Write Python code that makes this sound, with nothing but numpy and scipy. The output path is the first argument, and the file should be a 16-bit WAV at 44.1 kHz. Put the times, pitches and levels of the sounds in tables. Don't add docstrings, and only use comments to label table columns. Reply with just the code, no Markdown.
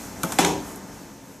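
import sys
import numpy as np
from scipy import signal
from scipy.fft import rfft, irfft, next_fast_len
from scipy.io import wavfile
from scipy.ndimage import map_coordinates

SR = 44100
rng = np.random.default_rng(int(sys.argv[2]) if len(sys.argv) > 2 else 0)


def wrap_up_sound(samples):
    columns = np.atleast_2d(samples).T
    tamed = np.clip(columns, -1, 1)
    steps = np.round(tamed * 32767).astype(np.int16)
    wavfile.write(sys.argv[1], SR, steps)


N = 61739


def contacts():
    # start in seconds, snap in dB, crack in dB, its fade time in seconds, its tilt in dB per
    # octave, pitch in Hz above which it dulls, favoured casing pitch in Hz, focus on that pitch in dB,
    # casing life in seconds, casing in dB, thud in dB, room in dB, room tilt in dB per octave.
    hits = [(0.233, -22, -20, 0.025, 5, 15300, 1550, 23.5, 0.0096, -13, -19.5, -36, -2),
            (0.3207, -27, -23, 0.033, 3.5, 13000, 1520, 11, 0.0094, -25, -31, -41, -1),
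            (.3870, 2, -13, 0.052, 0, 13700, 706, 1.5, 0.014, -13, -19.5, -20.5, 0),
            (0.4476, -10, -13.5, 0.027, 0.5, 8900, 1520, 1, 0.0046, -17.5, -37, -28.5, 1),
            (0.759, -58, -35.5, 0.025, 11.5, 20000, 1400, 6, .005, -54, -64, -55, 5)]
    out = np.zeros((2, N))
    for (start, snap_db, crack_db, fade_s, tilt_db, dull_hz,
         favoured_hz, focus_db, life_s, casing_db, thud_db, room_db, room_tilt_db) in hits:
        out += crack(start, snap_db, crack_db, fade_s, tilt_db, dull_hz)
        out += amp(casing_db) * casing(start, favoured_hz, focus_db, life_s)
        out += amp(thud_db) * thud(start)
        out += amp(room_db) * room(start, room_tilt_db)
    hardest_start = max(hits, key=lambda row: row[2])[0]
    return out + amp(-12) * boom(hardest_start)


def crack(start, snap_db, crack_db, fade_s, tilt_db, dull_hz):
    # pitch in Hz, noise strength in dB.
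    spectrum = [(200, -3), (700, 12), (1400, 2.5), (2200, 5), (3500, 5.5), (4800, 0.5), (6200, 1.5),
                (8000, 2.5), (10000, -2), (13000, -5), (15500, -18)]
    t = since(start)
    snap = amp(snap_db) * fade(t, 0.0022)
    chatter = amp(crack_db) * fade(t, fade_s, hold_s=0.00082)
    return noise(spectrum, tilt_db, dull_hz) * rise(t, 0.00031) * (snap + chatter)


def casing(start, favoured_hz, focus_db, life_s):
    # pitch in Hz, level in dB.
    tones = [(300, 3), (520, -10), (772, 2), (975, -7), (1180, -9), (1345, -8), (1480, -10.5), (2370, -11),
             (3420, -7), (4300, -6)]
    rise_cycles = 1.63
    t = since(start)
    out = np.zeros(N)
    for hz, db in tones:
        level = amp(db - focus_db * np.log2(hz / favoured_hz) ** 2)
        out += level * rise(t, rise_cycles / hz) * tone(t, hz, rough=0.15, rate=600)
    return out * np.exp(-(t / life_s) ** 4)


def thud(start):
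    # pitch in Hz, level in dB, fade time in seconds.
    tones = [(176, 2, 0.11), (229.4, -5, 0.18), (260, -23, 0.062), (345, -6, 0.13), (412, -10, 0.13),
             (534.6, -8, 0.15), (645, -12.5, 0.33), (878, -10, 0.19), (1264, -8.5, 0.12)]
    t = since(start + 0.004715)
    return ring(t, tones, rough=0.6) * rise(t, 0.004)


def room(start, tilt_db):
    # pitch in Hz, noise strength in dB.
    spectrum = [(60, -29), (120, -43), (180, 1.5), (300, 8), (600, -1.5), (850, 8), (1300, -5), (2000, 1.5),
                (3400, 1.5), (4800, -6), (6500, -0.5), (9500, -11), (13000, -12), (15500, -33)]
    # pitch in Hz, fade time in seconds.
    fade_times = [(150, 0.85), (400, 0.17), (900, 0.34), (2500, 0.48), (7000, 0.42), (14000, 0.29)]
    # pitch in Hz, seconds for which the level holds before it fades.
    hold_times = [(150, 0.039), (400, 0.15), (900, 0.098), (2000, 0.0091), (7000, 0.018), (14000, 0.015)]
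    hz, t, bands = signal.stft(noise(spectrum, tilt_db), SR, nperseg=256)
    levels = fade(t - start, along(fade_times, hz)[:, None], along(hold_times, hz)[:, None])
    tail = signal.istft(bands * levels, SR, nperseg=256)[1][:, :N]
    return tail * rise(since(start), 0.0055)


def boom(start):
    # pitch in Hz, level in dB, fade time in seconds.
    tones = [(82, -16, .8), (162, 2, .36), (178, 1, .38), (301, 2, .48), (393, 5, .42), (427, -1, .42),
             (544, -4, .42), (753, 0, .36), (786, -4, .33), (965, 3, .35), (1084, -4, .33), (1180, -6, .28),
             (1346, -11, .26)]
    t = since(start)
    return ring(t, tones, rough=0.62) * rise(t, 0.078) ** 2


def brushes():
    # time of the peak in seconds, half length in seconds, level in dB.
    strokes = [(0.029, 0.058, -42.5), (0.323, 0.079, -37), (0.685, .055, -43), (0.948, .07, -52.5),
               (1.32, 0.055, -53)]
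    # pitch in Hz, noise strength in dB.
    spectrum = [(1500, 5.5), (4500, -7.5), (6300, 2.5), (8200, 1), (10000, -4), (12000, -0.5), (15500, -15)]
    swells = sum(amp(db) * bump(since(0), peak, half) for peak, half, db in strokes)
    return noise(spectrum) * swells * amp(0.36 * wobble(57.6))


def background():
    # time in seconds, low noise level in dB, hiss level in dB.
    levels = [(0, -40.5, -45), (.2, -38.5, -46.5), (.6, -37, -47), (.85, -40.5, -50), (1.0, -42.5, -49.5),
              (1.2, -46, -52.5), (1.4, -48, -54.5)]
    # pitch in Hz, level in dB compared with the low noise.
    tones = [(221, -14.5), (274, -10), (899, -15)]
    # pitch in Hz, noise strength in dB.
    hum_spectrum = [(15, -38), (25, -21), (43, -8), (70, -10), (123, -5.5), (151, -10.5), (178, 1.5),
                    (238, -7.5), (266, -3), (332, -8.5), (926, -15.5), (1090, -18), (2000, -22.5),
                    (2600, -38), (4400, -120)]
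    hiss_spectrum = [(1200, -8), (2000, -3.5), (2600, -0.5), (2900, 0), (3400, -4.5), (4300, -2.5),
                     (5300, -3), (6300, 0.5), (8000, -3.5), (10200, -10.5), (13300, -8), (15500, -19)]
    times, low_db, hiss_db = np.transpose(levels)
    t = since(0)
    drone = sum(amp(db) * unit(tone(t, hz, rough=1.1, rate=18)) for hz, db in tones)
    low = amp(np.interp(t, times, low_db)) * (noise(hum_spectrum) + drone)
    hiss = amp(np.interp(t, times, hiss_db)) * noise(hiss_spectrum)
    return low + hiss


def reflections(x, count=14):
    above_hz = 1130
    delays_s = rng.uniform(.001, .022, count)
    gains = amp(-19.5) * (rng.choice([-1, 1], count) + 0.26 * rng.standard_normal((2, count)))

    def response(hz):
        echoes = gains @ np.exp(-2j * np.pi * np.outer(delays_s, hz))
        return 1 + echoes * hz ** 2 / (hz ** 2 + above_hz ** 2)
    return filtered(x, response)


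def noise(spectrum, tilt_db=0, dull_hz=np.inf):
    # pitch in Hz, level in dB of the side (opposite in the two ears) against the shared middle.
    width = [(60, -17), (150, -37), (300, -17.5), (600, -15.5), (1200, -17.5), (5000, -16), (9000, -22),
             (13000, -57)]

    def response(hz):
        colour = amp(along(spectrum, hz) + tilt_db * np.log2(np.maximum(hz, 100)))
        dulling = np.sqrt(1 + (hz / dull_hz) ** 8)
        return colour / dulling * amp(np.outer([0, 1], along(width, hz)))
    mid, side = filtered(rng.standard_normal((2, N)), response)
    return unit(np.array([mid + side, mid - side]))


def ring(t, tones, rough):
    return sum(amp(db) * fade(t, fade_s) * tone(t, hz, rough, rate=40.46) for hz, db, fade_s in tones)


def tone(t, hz, rough, rate):
    return np.sin(2 * np.pi * hz * t + rough * wobble(rate))


def wobble(rate):
    return map_coordinates(rng.standard_normal(int(N * rate / SR) + 4), [np.arange(N) * rate / SR])


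def rise(t, rise_s):
    return 1 - np.exp(-t / rise_s)


def fade(t, fade_s, hold_s=0):
    return amp(-60 * np.maximum(t - hold_s, 0) / fade_s)


def bump(x, centre, width):
    return np.exp(-.5 * ((x - centre) / width) ** 2)


def since(start):
    return np.maximum(np.arange(N) / SR - start, 0)


def amp(db):
    return 10 ** (np.asarray(db) / 20)


def unit(x):
    return x / np.sqrt(np.mean(x ** 2) + 1e-20)


def along(points, hz):
    pitches, values = np.transpose(points)
    return np.interp(np.log(hz + 1), np.log(pitches + 1), values)


def filtered(x, response):
    size = next_fast_len(N + SR // 2)
    return irfft(rfft(x, size) * response(np.fft.rfftfreq(size, 1 / SR)), size)[..., :N]


def scene():
    # pitch in Hz, lift of the left and cut of the right in dB.
    lean = [(70, -0.5), (170, 1.1), (350, 0.4), (700, 0.14), (2500, 0.2), (8000, 0)]
    mix = reflections(contacts() + brushes() + background())
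    return filtered(mix, lambda hz: amp(np.outer([1, -1], along(lean, hz))))


def record(dry):
    # pitch in Hz, width in Hz, boost or cut in dB.
    peaks_and_dips = [(1890, 30, -6), (2350, 330, -0.5), (2822, 36, -12.5), (3150, 480, -2),
                      (3825, 17, -19), (4290, 79, -3), (4770, 96, -4.5), (5360, 66, 3), (7220, 35, -15)]
    top_hz, edge_hz = 15450, 130

    def response(hz):
        colour = amp(sum(db * bump(hz, centre, width) for centre, width, db in peaks_and_dips))
        return colour * (.5 - .5 * np.tanh((hz - top_hz) / edge_hz))
    return filtered(dry, response)


dry = scene()
out = record(dry)
wrap_up_sound(out)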